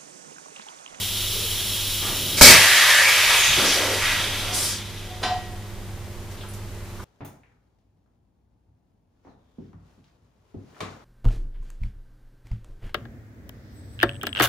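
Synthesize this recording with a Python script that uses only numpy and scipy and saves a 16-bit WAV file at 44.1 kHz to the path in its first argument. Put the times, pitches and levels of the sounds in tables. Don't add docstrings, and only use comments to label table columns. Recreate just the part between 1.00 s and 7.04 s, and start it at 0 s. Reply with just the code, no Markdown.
import sys
import numpy as np
from scipy import signal
from scipy.fft import rfft, irfft, next_fast_len
from scipy.io import wavfile
from scipy.ndimage import uniform_filter1d

SR = 44100
rng = np.random.default_rng(int(sys.argv[2]) if len(sys.argv) > 2 else 0)


def master(y):
    cut = np.clip(np.atleast_2d(y).T, -1, 1)
    pcm = np.round(cut * 32767)
    wavfile.write(sys.argv[1], SR, pcm.astype(np.int16))


N = 266476
TIME, FFT_SIZE = np.arange(N) / SR, next_fast_len(N, True)
ALL_HZ = np.fft.rfftfreq(FFT_SIZE, 1 / SR)
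FRAME_S, BIN_HZ = np.arange(N // 256 + 5)[:, None] * 256 / SR, np.fft.rfftfreq(1024, 1 / SR)
CRACK_S, OPEN_S = 1.365, 1.411
SINCE_OPEN_S = np.maximum(TIME - OPEN_S, 0)

# frequency in Hz, seconds to fall 60 dB.
ROOM_DECAY = [(100, 0.59), (1000, 0.38), (4000, 0.3), (12000, 0.14)]
# frequency in Hz, level in dB.
HUM_TONES = [(80.7, -47.5), (99.9, -39.5), (199.5, -51), (349.5, -51.5), (399, -59), (602.5, -59.5),
             (883, -68), (2046, -67.5)]
# frequency in Hz, relative spectral density in dB.
ROOM_TONE_SPECTRUM = [(12, -34.5), (20, 0.5), (49, -13), (103, -9.5), (132, -18), (199, -17.5),
                      (319, -25.5), (347, -23), (540, -24), (587, -27), (1020, -28), (1170, -30),
                      (15000, -46)]
RATTLE_SPECTRUM = [(50, -6), (180, -8), (400, -6), (900, -1), (1800, -6.5), (3600, -8.5), (7000, -18),
                   (14000, -50)]
LEAK_SPECTRUM = [(300, -21), (1000, -18.5), (1800, -16), (2400, -11.5), (2950, -2), (3350, 1), (3750, -0.5),
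                 (4600, -9.5), (6400, -14), (9200, -14), (13000, -13.5), (15300, -17)]
DRAIN_SPECTRUM = [(100, -25), (280, -20), (480, -11), (620, -7.5), (900, -5.5), (1400, -4), (1650, -1),
                  (2500, -0.5), (2950, -1), (3550, -2.5), (4300, -5), (6000, -7), (8500, -14), (11000, -12),
                  (15000, -23.5)]
BLAST_SPECTRUM = [(29, -40), (50, -7), (124, -1), (362, -7), (439, -3.5), (613, -4), (1010, -15.5),
                  (1090, -11), (1790, -6), (1930, -9), (2220, 2.5), (2820, -12.5), (4440, 0), (15000, -14)]
# frequency in Hz, gain of the side signal in dB.
ROOM_TONE_WIDTH = [(30, -10), (110, -13.5), (400, -20.5), (900, -19), (1700, -3), (3400, -7), (7000, -0.5)]
TOOL_WIDTH = [(30, -16), (130, -23), (400, -20), (1400, -16), (2800, -12.5), (5500, -4.8), (9000, -1.7),
              (14000, -1.1)]
LEAK_WIDTH = [(1000, -50), (3300, -22.5), (4600, -13), (6000, -2.5), (10000, -3)]
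# frequency in Hz, left against right in dB.
BACKGROUND_BALANCE = [(40, -3.5), (100, -1.3), (400, -.5), (900, 0.5)]
# start in seconds, level in dB, centre in Hz, spread in octaves.
HANDLING_CLICKS = [(.598, -35.5, 700, 1.2), (4.217, -35, 250, 0.96), (5.311, -45, 3000, 0.91),
                   (5.372, -47, 3400, .23), (5.407, -42, 3200, .17), (5.435, -44, 1300, .16),
                   (5.485, -45, 10000, .08), (5.533, -43.5, 6500, .62), (5.99, -39, 1160, .2)]
# start in seconds, length in seconds, level in dB.
METAL_RUBS = [(3.47, 0.089, -42), (4.06, .12, -47.5), (4.236, .028, -31.5), (4.29, 0.061, -29),
              (4.5, 0.015, -49)]
# frequency in Hz, relative level in dB, seconds to fall 60 dB.
METAL_MODES = [(888, -13, .5), (1021, -13, .4), (1112, -15, .4), (1539, -11, .33), (1914, -16, 1.2),
               (2374, -19, .55), (2589, -19, .55), (2853, -17, .55), (3057, -13, .5), (3117, -16, .5),
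               (3556, -13, .42), (3905, -17, .45), (4036, -13, .35), (4075, -15, .32), (4775, -14, .38),
               (5120, -22, .45), (5459, -19, .38), (6600, -19, .15), (9050, -24, .2), (10150, -25, .15)]
# frequency in Hz, width in Hz, full lift in dB.
GAP_MODES = [(5500, 420, 6.5), (6820, 400, 5), (10650, 750, 8.5), (14800, 900, 7.5)]
PASSAGE_MODES = [(610, 40, 5), (1220, 50, 3), (1560, 40, 3), (1654, 25, 6), (1800, 70, 7), (1890, 15, 4),
                 (2027, 20, 4), (2216, 30, 3), (2280, 22, 5), (2615, 30, 3), (2710, 30, 3), (3480, 500, 3),
                 (4424, 25, 5), (5200, 25, 6)]
# start in
# seconds, length in seconds, level in dB, centre in Hz, spread in octaves.
SPURTS = [(0.325, 0.18, -43, 450, 0.1), (1, .45, -38, 169, .78), (1.016, 0.13, -35, 1100, .88),
          (2.29, 0.078, -17, 1020, 0.48), (2.333, 0.11, -23, 9500, .28), (2.363, 0.18, -21, 6570, .05),
          (2.277, 0.33, -18.5, 3520, .07), (2.464, 0.17, -29, 81, 0.47), (2.563, 0.15, -21, 370, 0.72),
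          (2.642, 0.13, -22, 5260, 0.22), (2.751, .2, -26, 500, .36), (3.006, 0.19, -24.5, 1980, 0.41),
          (3.042, 0.66, -37, 430, 1.05), (3.52, 0.24, -30, 5330, .32), (3.531, .18, -30, 9350, .17)]
# start in seconds, length in seconds, drop in dB.
FLOW_DROPS = [(2.74, 0.11, 4), (3.72, 0.13, 3.5)]
# time in seconds, frequency in Hz, lift in dB.
OUTLET_GLIDE = [(1.55, 2230, 4.5), (1.72, 1950, 3), (1.99, 1760, 9.5), (2.07, 2400, 8.5), (2.22, 2400, 5),
                (2.53, 2550, 6), (2.59, 3400, 5.5), (3.0, 3450, 1), (3.28, 3500, 8.5)]


def amp(db):
    return 10 ** (np.asarray(db) / 20)


def unit_rms(x):
    return x / np.sqrt(np.mean(abs(x) ** 2) + 1e-20)


def curve(points, hz=ALL_HZ):
    f, value = np.transpose(points)
    return np.interp(np.log(hz + 1), np.log(f + 1), value)


def lift(modes):
    return sum(db / (1 + (2 * (ALL_HZ - hz) / width) ** 2) for hz, width, db in modes)


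def tint(x, db):
    return irfft(rfft(x, FFT_SIZE) * amp(db), FFT_SIZE)[:N]


def noise(db):
    return unit_rms(tint(rng.standard_normal(N), db))


def band(hz, octaves):
    away = np.log2((ALL_HZ + 1) / hz) / octaves
    return noise(-30 * np.log10(1 + away ** 2 / 6))


def wander(rate_hz):
    return noise(-20 * np.log10(1 + (ALL_HZ / rate_hz) ** 2))


def envelope(start, rise_s, length, fall_db_per_s):
    age = TIME - start
    return np.clip(age / rise_s, 0, 1) * amp(-fall_db_per_s * np.maximum(age - length, 0))


def office(x):
    hz, age, spectra = signal.stft(rng.standard_normal(SR // 2), SR, nperseg=256)
    decay = amp(-60 * age / curve(ROOM_DECAY, hz)[:, None])
    tail = signal.istft(spectra * decay, SR, nperseg=256)[1]
    return signal.fftconvolve(x, tail / np.linalg.norm(tail))[:N]


def room_tone(level_db=-38):
    return amp(level_db) * noise(curve(ROOM_TONE_SPECTRUM))


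def hum(waver_db=0.4):
    return sum(amp(db + waver_db * wander(8.3)) * np.sqrt(2)
               * np.sin(2 * np.pi * (hz * TIME + rng.random())) for hz, db in HUM_TONES)


def clicks(rise_s=0.0035, t60=0.23):
    return sum(amp(db) * band(hz, octaves) * envelope(start, rise_s, 0, 60 / t60)
               for start, db, hz, octaves in HANDLING_CLICKS)


def singing(hz=731, rise_s=0.021, fall_db_per_s=300, linger_db=-17, linger_db_per_s=55, chatter_db=2.5):
    swell = np.zeros(N)
    for start, length, db in METAL_RUBS:
        rubbed = envelope(start, rise_s, length, fall_db_per_s)
        lingering = amp(linger_db) * envelope(start, rise_s, length, linger_db_per_s)
        swell += amp(db) * (rubbed + lingering)
    return swell * amp(chatter_db * wander(40)) * np.sqrt(2) * np.sin(2 * np.pi * hz * TIME)


def clank(start_s=4.228, rise_s=0.0067, rattle_db=-26, rattle_t60=0.51, ring_db=-20, db_per_octave=1.0):
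    age = np.maximum(TIME - start_s, 0)
    ring = np.zeros(N)
    for hz, db, t60 in METAL_MODES:
        bright_db = db_per_octave * np.log2(hz / 2000)
        ring += amp(db + bright_db - 60 * age / t60) * np.sin(2 * np.pi * (hz * age + rng.random()))
    rattle = noise(curve(RATTLE_SPECTRUM)) * amp(-60 * age / rattle_t60)
    return np.minimum(age / rise_s, 1) * (amp(rattle_db) * rattle + amp(ring_db) * ring)


def leak(level_db=-27, fall_db_per_s=54, flutter_db=0.55):
    hiss = noise(curve(LEAK_SPECTRUM) + lift(GAP_MODES))
    return hiss * amp(level_db - fall_db_per_s * SINCE_OPEN_S + flutter_db * wander(25))


def spurts(rise_s=0.018, fall_s=0.13, sputter_db=0.16):
    gushes = np.zeros(N)
    for start, length, db, hz, octaves in SPURTS:
        opening = np.clip((TIME - start) / rise_s, 0, 1)
        closing = np.clip((start + length - TIME) / fall_s + 0.5, 0, 1)
        gushes += amp(db) * opening * closing * band(hz, octaves)
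    return gushes * amp(sputter_db * wander(66))


def line_flow(level_db=-3.5, rise_s=0.092, fall_db_per_s=10.5, sag_db_per_s2=1.13):
    spent_db = fall_db_per_s * SINCE_OPEN_S + sag_db_per_s2 * SINCE_OPEN_S ** 2
    slack_db = sum(db * np.clip((TIME - start) / length, 0, 1) for start, length, db in FLOW_DROPS)
    return np.minimum(SINCE_OPEN_S / rise_s, 1) * amp(level_db - spent_db - slack_db)


def drain(patchy_db=0.93, flutter_db=0.72, tilt_db=1.5, knee_hz=3500, outlet_octaves=0.18, strong_db=-11):
    times, *columns = np.transpose(OUTLET_GLIDE)
    outlet_hz, lift_db = (np.interp(FRAME_S, times, column) for column in columns)
    outlet_db = lift_db / (1 + (np.log2((BIN_HZ + 1) / outlet_hz) / outlet_octaves) ** 2)
    treble_db = tilt_db * np.log2(1 + (BIN_HZ / knee_hz) ** 2) / 2
    real, imag, patches = rng.standard_normal((3, len(FRAME_S), len(BIN_HZ)))
    patches = unit_rms(uniform_filter1d(uniform_filter1d(patches, size=10, axis=0), size=14, axis=1))
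    jet = (real + 1j * imag) * amp(curve(DRAIN_SPECTRUM, BIN_HZ))
    coloured_jet = jet * amp(treble_db + patchy_db * patches + outlet_db)
    plain, coloured = (signal.istft(z.T, nperseg=1024, noverlap=768)[1][:N] for z in (jet, coloured_jet))
    hiss, flow = coloured / plain.std(), line_flow()
    ringing = np.clip(flow / amp(strong_db), 0, 1)
    hiss = hiss + ringing * (tint(hiss, lift(PASSAGE_MODES)) - hiss)
    return hiss * flow * amp(flutter_db * wander(23))


def blast(crack_db=-21, open_db=2, fall_db_per_s=207, push_hz=170, push_t60=0.074,
          thump_db=-2, thump_hz=76, thump_t60=0.086):
    cracked = amp(crack_db) * envelope(CRACK_S, 0.018, OPEN_S - CRACK_S, fall_db_per_s)
    opened = amp(open_db) * envelope(OPEN_S, rise_s=0.016, length=0.099, fall_db_per_s=fall_db_per_s)
    roar = noise(curve(BLAST_SPECTRUM) + 0.5 * lift(PASSAGE_MODES)) * (cracked + opened)
    thump = np.sin(2 * np.pi * thump_hz * SINCE_OPEN_S) * amp(thump_db - 60 * SINCE_OPEN_S / thump_t60)
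    push = band(push_hz, octaves=1.6) * (TIME > OPEN_S) * amp(-60 * SINCE_OPEN_S / push_t60)
    return roar + thump + push


def scene(air_wet_db=-7, metal_wet_db=-13):
    air, air_side = (blast() + drain() + spurts() for _ in range(2))
    room, room_side = room_tone(), room_tone()
    metal = clank() + clicks()
    background = room + hum()
    air = air + leak()
    mid = (air + amp(air_wet_db) * office(air)) / np.hypot(1, amp(air_wet_db))
    mid += metal + amp(metal_wet_db) * office(metal) + singing()
    side = tint(air_side + office(metal), curve(TOOL_WIDTH))
    side += tint(leak(), curve(LEAK_WIDTH)) + tint(room_side, curve(ROOM_TONE_WIDTH))
    lean_db = curve(BACKGROUND_BALANCE) / 2
    return np.array([mid + side + tint(background, lean_db), mid - side + tint(background, -lean_db)])


def record(dry, threshold_db=-21, share=0.58, range_db=11, lag_s=0.071, ceiling=0.96, cutoff_hz=15350):
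    power_db = 10 * np.log10(abs(uniform_filter1d((dry ** 2).mean(0), size=600)) + 1e-12)
    wanted_db = np.clip(share * (power_db - threshold_db), 0, range_db)
    pole = np.exp(-1 / (lag_s * SR))
    duck_db = signal.lfilter([1 - pole], [1, -pole], wanted_db)
    clipped = np.clip(dry * amp(-duck_db), -ceiling, ceiling)
    low_pass = signal.firwin(511, cutoff_hz, window=("kaiser", 9), fs=SR)
    return signal.oaconvolve(clipped, low_pass[None], "same")


dry = scene()
out = record(dry)
master(out)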